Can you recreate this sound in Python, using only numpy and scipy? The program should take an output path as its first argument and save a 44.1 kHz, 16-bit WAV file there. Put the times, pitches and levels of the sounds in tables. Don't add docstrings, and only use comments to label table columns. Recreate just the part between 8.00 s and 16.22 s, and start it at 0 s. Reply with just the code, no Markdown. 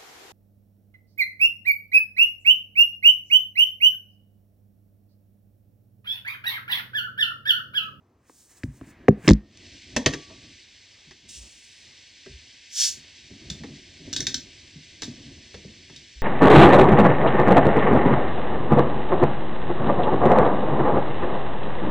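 import sys
import numpy as np
from scipy import signal
from scipy.fft import rfft, irfft, next_fast_len
from scipy.io import wavfile
from scipy.ndimage import uniform_filter1d, minimum_filter1d

SR = 44100
rng = np.random.default_rng(int(sys.argv[2]) if len(sys.argv) > 2 else 0)


def transcribe(signal):
    frames = np.atleast_2d(signal).T
    limited = np.clip(frames, -1, 1)
    pcm = np.round(limited * 32767).astype(np.int16)
    wavfile.write(sys.argv[1], SR, pcm)


N = 362502
TIME = np.arange(N) / SR
AGE = TIME[:SR // 2]


def from_db(db):
    return 10 ** (np.asarray(db) / 20)


def rms_one(x):
    return x / np.sqrt(np.mean(x ** 2) + 1e-20)


def peak_one(x):
    return x / (np.abs(x).max() + 1e-20)


def add(out, s, sound):
    at = round(s * SR)
    out[at:at + len(sound)] += sound[:N - at]


def cut(x, hz, kind, order=2):
    sections = signal.butter(order, np.clip(hz, 12, .45 * SR), kind, fs=SR, output="sos")
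    return signal.sosfilt(sections, x + 1e-18)


def spectrum_grid(length):
    size = 2 * next_fast_len(length // 2 + 2048)
    return size, np.log(np.arange(size // 2 + 1) * SR / size + 1)


def colour(x, points):
    size, log_hz = spectrum_grid(len(x))
    hz, db = np.transpose(points)
    log_gain = np.log(from_db(np.interp(log_hz, np.log(hz), db)))
    cepstrum = irfft(log_gain)
    cepstrum[1:size // 2] *= 2
    cepstrum[size // 2 + 1:] = 0
    response = np.exp(rfft(cepstrum))
    return irfft(rfft(x, size) * response)[:len(x)]


def noise(points, flutter_db, per_s):
    knots = np.arange(0, N / SR + 1, 1 / max(per_s, 1))
    white = rng.standard_normal(N)
    flutter = np.interp(TIME, knots, rng.standard_normal(len(knots)))
    return rms_one(colour(white * from_db(flutter_db * flutter), points))


def resonate(x, hz, width_hz):
    r = np.exp(-np.pi * width_hz / SR)
    zeros = np.array([1, 0, -1]) * (1 - r * r) / 2
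    poles = [1, -2 * r * np.cos(2 * np.pi * hz / SR), r * r]
    return signal.lfilter(zeros, poles, x + 1e-18)


def dying(t60):
    return rng.standard_normal(len(AGE)) * from_db(-60 * AGE / t60)


def strokes(rows, rise_db_per_s, fall_db_per_s):
    energy = 0
    for s, length, db in rows:
        rise = rise_db_per_s * np.maximum(s - TIME, 0)
        fall = fall_db_per_s * np.maximum(TIME - s - length, 0)
        energy = energy + from_db(db - rise - fall) ** 2
    return np.sqrt(energy)


def bell(s, width):
    return np.exp(-np.minimum(((TIME - s) / width) ** 2, 30))


def room(x, wet_db):
    tail = dying(0.24) * (1 - np.exp(-AGE / 0.0021))
    return x + from_db(wet_db) * signal.fftconvolve(x, tail / np.linalg.norm(tail))[:N]


# (f/Hz, relative level/dB)
LEAK_COLOUR = [(1300, -51), (1450, -3.5), (1650, -2.5), (2100, 4), (3200, 4), (4500, 3.5), (6000, -1.5),
               (7000, -8), (8500, -13), (9400, -31), (10300, -74.5), (15800, -45)]
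LEAK_OPEN_S, LEAK_RISE_DB_PER_S, LEAK_DB = 1.623, 110.5, -50.5
SAG_AT_S, SAG_WIDTH_S, SAG_DB = 3.27, 0.53, -4.5


def gas_leak():
    opening_db = -LEAK_RISE_DB_PER_S * np.maximum(LEAK_OPEN_S - TIME, 0)
    sag_db = SAG_DB * bell(SAG_AT_S, SAG_WIDTH_S)
    return from_db(LEAK_DB + opening_db + sag_db) * noise(LEAK_COLOUR, flutter_db=1.0, per_s=30)


# (f/Hz, relative level/dB)
SPRAY_COLOUR = [(1800, -41), (2700, -2.5), (4000, -6.5), (5500, -1), (8500, -3.5), (10000, -16),
                (11500, -31.5), (15500, -26)]
SPRAY_S, SPRAY_RISE_DB_PER_S = 3.291, 2000
BURST_HOLD_S, BURST_DB, BURST_FALL_DB_PER_S = 0.075, -45, 115
FIZZ_HOLD_S, FIZZ_DB, FIZZ_FALL_DB_PER_S = 0.36, -58, 44


def gas_spray():
    burst = strokes([(SPRAY_S, BURST_HOLD_S, BURST_DB)], SPRAY_RISE_DB_PER_S, BURST_FALL_DB_PER_S)
    fizz = strokes([(SPRAY_S, FIZZ_HOLD_S, FIZZ_DB)], SPRAY_RISE_DB_PER_S, FIZZ_FALL_DB_PER_S)
    spray = np.hypot(burst, fizz) * noise(SPRAY_COLOUR, flutter_db=1.5, per_s=54)
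    return room(spray, wet_db=-6)


# (f/Hz, relative level/dB)
SPURT_COLOUR = [(650, -67), (1100, -35.5), (1450, -28), (1590, -19), (1740, -21.5), (2120, -24.5),
                (3470, -8), (3920, -10), (5480, -2.5), (6770, -5), (7740, -11.5), (9670, -18.5),
                (11200, -29.5), (12500, -27), (15800, -33)]
SPURT_S, SPURT_WIDTH_S, SPURT_DB = 4.83, 0.062, -22.5


def gas_spurt():
    swell = from_db(SPURT_DB) * bell(SPURT_S, SPURT_WIDTH_S)
    return room(swell * noise(SPURT_COLOUR, flutter_db=1.2, per_s=160), wet_db=-6)


# (t/s, peak level/dB, length of the tear/s)
CRACKS = [(5.5007, -20, 0.005), (6.1288, -20.5, 0.0084), (6.1356, -15.5, 0.0026), (6.163, -13, 0.0076),
          (6.178, -32, 0.0092), (6.2049, -15, 0.004), (6.2677, -11, 0.0068), (6.343, -12.5, 0.0051),
          (7.02, -21, 0.004), (7.032, -24.5, 0.014), (7.962, -32.5, 0.0084)]
# (f/Hz, relative level/dB)
CAP_COLOUR = [(530, -57), (900, -25), (1130, -27.5), (1560, -5), (1920, -11.5), (2080, -15), (2430, -13),
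              (2780, -13.5), (3660, -1), (4490, -4), (5570, -3), (6510, -5.5), (9660, -28.5), (11200, -42),
              (15800, -35)]


def seal_cracks(cap_hz=3660, cap_width_hz=450, cap_db=-9):
    out = np.zeros(N)
    for s, db, length in CRACKS:
        tear = rng.standard_normal(len(AGE)) * np.exp(-(AGE / length) ** 2)
        crack = colour(tear + 0.53 * dying(0.023), CAP_COLOUR)
        ring = from_db(cap_db) * resonate(crack, cap_hz, cap_width_hz)
        add(out, s, from_db(db) * peak_one(crack + ring))
    return room(out, wet_db=-3.5)


# (t/s, chatter peak level/dB, contact low-pass f/Hz, table thud level/dB)
CLACKS = [(1.964, -11.5, 7200, -14.5), (2.0605, -4.5, 4240, -13), (2.129, -28, 3000, -27),
          (2.1357, -21, 2760, -25.5), (3.11, -35.5, 2500, -56.5), (4.261, -38, 2200, -35),
          (5.635, -31.5, 1180, -29.5), (7.0218, -23.5, 2650, -31), (7.5428, -32.5, 2500, -37),
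          (7.897, -38, 3000, -40)]
# (f/Hz, relative level/dB)
CLACK_COLOUR = [(240, -10.5), (400, -7), (534, -26.5), (756, -18), (1100, -14), (1430, -14), (1880, -6.5),
                (2090, -10), (2430, -12), (6220, -11), (15000, -48.5)]
# (f/Hz, relative level/dB, t60/s)
BOTTLE_MODES = [(465, -3.5, 0.32), (693, -7, 0.36), (1140, -14, 1), (1860, -25, 0.24), (2180, -11, .2),
                (2640, 15.5, 0.075), (2891, -22, 0.42), (3330, -3, 0.34), (4080, -4, 0.19),
                (6270, -0.5, .28)]
RING_DB = -31.5


def bottle_clacks():
    out = np.zeros(N)
    for s, db, contact_hz, _ in CLACKS:
        chatter = peak_one(cut(colour(dying(0.065), CLACK_COLOUR), contact_hz, "low", order=1))
        rings = np.zeros(len(AGE))
        for hz, mode_db, t60 in BOTTLE_MODES:
            decay = from_db(mode_db + rng.normal(0, 1) - 60 * AGE / t60)
            rings += decay * np.sin(2 * np.pi * hz * AGE) * rng.choice([-1, 1])
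        add(out, s, from_db(db) * (chatter + from_db(RING_DB) * rings))
    return room(out, wet_db=-12.5)


# (f/Hz, width/Hz, mean relative level/dB)
TABLE_MODES = [(54.5, 14, -0.5), (111.1, 34, -2.5), (149, 20, -1.5), (205.7, 15.3, -2.5), (260, 25, 1),
               (324, 37, -5.5), (386.8, 31, -8), (486.3, 65, -7.5), (594.4, 119.3, -11), (712, 100, -8.5),
               (890, 230, -10.5), (1089, 250, -10.5), (1840, 850, -11)]


def table_top(push, spread_db):
    out = np.zeros(len(push))
    for k, (hz, width, db) in enumerate(TABLE_MODES):
        level = from_db(db + spread_db * rng.standard_normal())
        out += (-1) ** k * level * resonate(push, hz, width)
    return peak_one(out)


# (t/s, peak level before the limiter/dB, contact low-pass f/Hz,
# low cut f/Hz, case tick level/dB, rebound tick level/dB)
KNOCKS = [(0.296, -41, 554, 744, -72, -76), (.6343, -19, 160, 95, -22, -35),
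          (0.812, -31.5, 400, 90, -39, -63), (1.0831, 2, 560, 89, -13.5, -25),
          (1.2775, -0.5, 380, 65, -5.5, -3), (1.2872, -1.5, 300, 70, -3, -4),
          (1.297, -7.5, 330, 72, -24, -11), (1.3065, 2, 241, 51, -15.5, -12)]


def table_knocks(dent_db=-5):
    out = np.zeros(N)
    for s, db, contact_hz, low_hz, _, _ in KNOCKS:
        impulse = (AGE == 0) + 1e-18
        push = cut(cut(impulse, contact_hz, "low"), low_hz, "high")
        dent = peak_one(cut(resonate(push, contact_hz / 2, contact_hz / 3), contact_hz, "low"))
        blow = table_top(push, spread_db=4.0) + from_db(dent_db) * dent
        add(out, s, from_db(db) * peak_one(blow))
    return room(out, wet_db=-27)


# (t/s, contact level/dB, ring f/Hz)
TICKS = [(1.2471, -35.5, 1680), (1.316, -18, 4800), (1.3335, -21, 5540), (1.5734, -34, 6440)]
TICK_HZ, REBOUND_HZ, REBOUND_S = 1945, 5800, 0.0031
CASE_RING_HZ, CASE_RING_DB, CASE_RING_T60_S = 1840, -56.5, 0.65


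def case_ticks(damping=1.0, top_hz=7800, low_hz=1200):
    out = np.zeros(N)
    first = [(s, tick_db, TICK_HZ) for s, *_, tick_db, _ in KNOCKS]
    rebounds = [(s + REBOUND_S, rebound_db, REBOUND_HZ) for s, *_, rebound_db in KNOCKS]
    ring_decay = from_db(CASE_RING_DB - 60 * AGE / CASE_RING_T60_S)
    ring = ring_decay * np.sin(2 * np.pi * CASE_RING_HZ * AGE)
    for s, db, hz in first + rebounds + list(TICKS):
        contact = (AGE == 0) + 0.3 * dying(0.0068)
        tick = cut(resonate(contact, hz, damping * hz), 0.85 * hz, "low")
        tick = cut(cut(tick, top_hz, "low", order=8), low_hz, "high")
        add(out, s, from_db(db) * (peak_one(tick) + ring))
    return room(out, wet_db=-34.0)


# (t/s, peak level/dB, contact low-pass f/Hz, length/s)
BUMPS = [(.662, -29.5, 150, 0.021), (.86, -43.5, 300, 0.018), (1.24, -32, 380, 0.011),
         (2.295, -42, 1020, .022), (3.07, -49, 300, 0.018), (3.35, -45.5, 80, 0.11),
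         (4.29, -42, 107.2, 0.053), (4.962, -45, 260, 0.014), (5.3, -36.5, 321, 0.022),
         (5.498, -33, 222, 0.007), (5.596, -33.5, 260, 0.027), (5.702, -36.5, 300, 0.022),
         (5.996, -38.5, 300, 0.03), (6.076, -30.5, 380, 0.0091), (6.753, -36, 280, 0.0042),
         (7.076, -26.5, 290, 0.016), (7.241, -38, 300, 0.039), (7.643, -35, 300, 0.0059),
         (8.149, -40, 64.4, 0.02)]
THUD_HZ, THUD_S = 492, 0.0072
JOLT_DB, JOLT_HZ, JOLT_S = -19.5, 290, 0.011
PUSH_LOW_SHARE, PUSH_LOW_HZ = .55, 182


def dull_bumps(direct_db=-6):
    out = np.zeros(N)
    thuds = [(s, thud_db, THUD_HZ, THUD_S) for s, _, _, thud_db in CLACKS]
    jolts = [(s, db + JOLT_DB, JOLT_HZ, JOLT_S) for s, db, _ in CRACKS]
    for s, db, contact_hz, length in thuds + jolts + list(BUMPS):
        swell = np.sqrt(AGE) * np.exp(-np.minimum(AGE / length * 2, 30))
        force = rng.standard_normal(len(AGE)) * swell
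        low_hz = min(PUSH_LOW_SHARE * contact_hz, PUSH_LOW_HZ)
        push = cut(cut(force, contact_hz, "low", order=4), low_hz, "high")
        bump = table_top(push, spread_db=4.0) + from_db(direct_db) * peak_one(push)
        add(out, s, from_db(db) * peak_one(bump))
    return room(out, wet_db=-3.5)


# (t/s, length/s, level/dB)
RUBS = [(.8, 1.01, -55), (1.17, .06, -47.5), (1.94, 0.11, -50), (2.34, 0.097, -51.5), (3.25, .15, -61),
        (4.9, 0.062, -58), (5.42, 0.34, -48.5), (6.12, 0.21, -45), (6.5, 0.54, -58.5), (7.12, .25, -50.5),
        (7.55, 0.44, -55)]
# (f/Hz, relative level/dB)
RUB_COLOUR = [(15, -36.5), (25, -14.5), (85, -0.5), (189, -9.5), (231, -4.5), (346, -7), (383, -9),
              (423, -19.5), (690, -19.5), (776, -30.5), (1400, -32.5), (1820, -67), (3080, -120)]
GRIP_DB = -69


def bottle_rubs():
    rub = strokes(RUBS, rise_db_per_s=63, fall_db_per_s=71)
    return np.hypot(rub, from_db(GRIP_DB)) * noise(RUB_COLOUR, flutter_db=3.0, per_s=39)


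# (t/s, length/s, level/dB)
RUSTLES = [(.29, 0.29, -60.5), (.6, 0.31, -66), (1.262, 0.0055, -50)]
# (f/Hz, relative level/dB)
RUSTLE_COLOUR = [(880, -45), (1500, -15), (1610, -14), (1760, -21), (4360, -11), (7290, -4), (9610, -8),
                 (12100, -30), (13400, -15), (15900, -15)]


def skin_rustles():
    rustle = strokes(RUSTLES, rise_db_per_s=331.5, fall_db_per_s=399.5)
    return rustle * noise(RUSTLE_COLOUR, flutter_db=2.9, per_s=31)


# (t/s, length/s, level/dB)
EARLY_HISSES = [(.26, .04, -69.5), (.5, 0.68, -66.5), (.84, 0.52, -60), (1.27, .02, -42.5)]
# (f/Hz, relative level/dB)
EARLY_HISS_COLOUR = [(300, -9.5), (600, -8.5), (1200, -7), (1700, -0.5), (2500, -7), (3200, -14.5),
                     (6000, -24.5), (10000, -38.5)]
HISS_REST_DB = -81


def faint_early_hiss():
    swells = strokes(EARLY_HISSES, rise_db_per_s=301, fall_db_per_s=256)
    return np.hypot(swells, from_db(HISS_REST_DB)) * noise(EARLY_HISS_COLOUR, flutter_db=1.0, per_s=31)


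# (f/Hz, relative level/dB)
ROOM_COLOUR = [(13, -62.5), (22, -25), (65, -10), (96, -4), (162, -19), (203, -16.5), (293, -15.5),
               (511, -18), (608, -20.5), (1400, -23), (1820, -47.5), (3080, -120)]
ROOM_DB = -67.5


def room_rumble():
    return from_db(ROOM_DB) * noise(ROOM_COLOUR, flutter_db=3.5, per_s=6.7)


# (f/Hz, relative level/dB)
AIR_COLOUR = [(1500, -1), (6000, -2.5), (10000, -13), (15000, -9.5)]
AIR_DB = -83.5


def room_hiss():
    return from_db(AIR_DB) * noise(AIR_COLOUR, flutter_db=0.5, per_s=1)


# (f/Hz, side minus mid level/dB, scattered share of the side's energy 0-1)
PORTS = [(60, -36.5, .9), (300, -24, 1), (700, -10.5, 0.7), (1250, -1, 1), (2228, -36, .6),
         (4400, -40, 0.6), (5620, -2, .15), (8000, -3, 0.5), (14000, 0, 0.74)]


def two_ports(mid):
    hz, db, share = np.transpose(PORTS)
    size, log_hz = spectrum_grid(N)
    gain = from_db(np.interp(log_hz, np.log(hz), db))
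    scattered = np.clip(np.interp(log_hz, np.log(hz), share), 0, 1)
    reflections = dying(.04)
    scatter = rfft(reflections / np.linalg.norm(reflections), size)
    paths = -1j * np.sqrt(1 - scattered) + np.sqrt(scattered) * scatter
    side = irfft(gain * paths * rfft(mid, size))[:N]
    return np.array([mid + side, mid - side])


def scene():
    gas = gas_leak() + gas_spray() + gas_spurt()
    blows = seal_cracks() + bottle_clacks() + table_knocks() + case_ticks() + dull_bumps()
    handling = bottle_rubs() + skin_rustles()
    background = faint_early_hiss() + room_rumble() + room_hiss()
    return two_ports(gas + blows + handling + background)


def record(dry, notch_hz=1410, notch_width_hz=200, cutoff_hz=15900):
    heard = dry - 0.6 * resonate(dry, notch_hz, notch_width_hz)
    gain = np.minimum(1, .93 / (np.abs(heard).max(axis=0) + 1e-9))
    held_gain = minimum_filter1d(gain, size=180)
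    limited = heard * uniform_filter1d(held_gain, size=180)
    top_cut = signal.ellip(10, .1, 80, cutoff_hz, fs=SR, output="sos")
    return signal.sosfilt(top_cut, limited)


dry = scene()
out = record(dry)
transcribe(out)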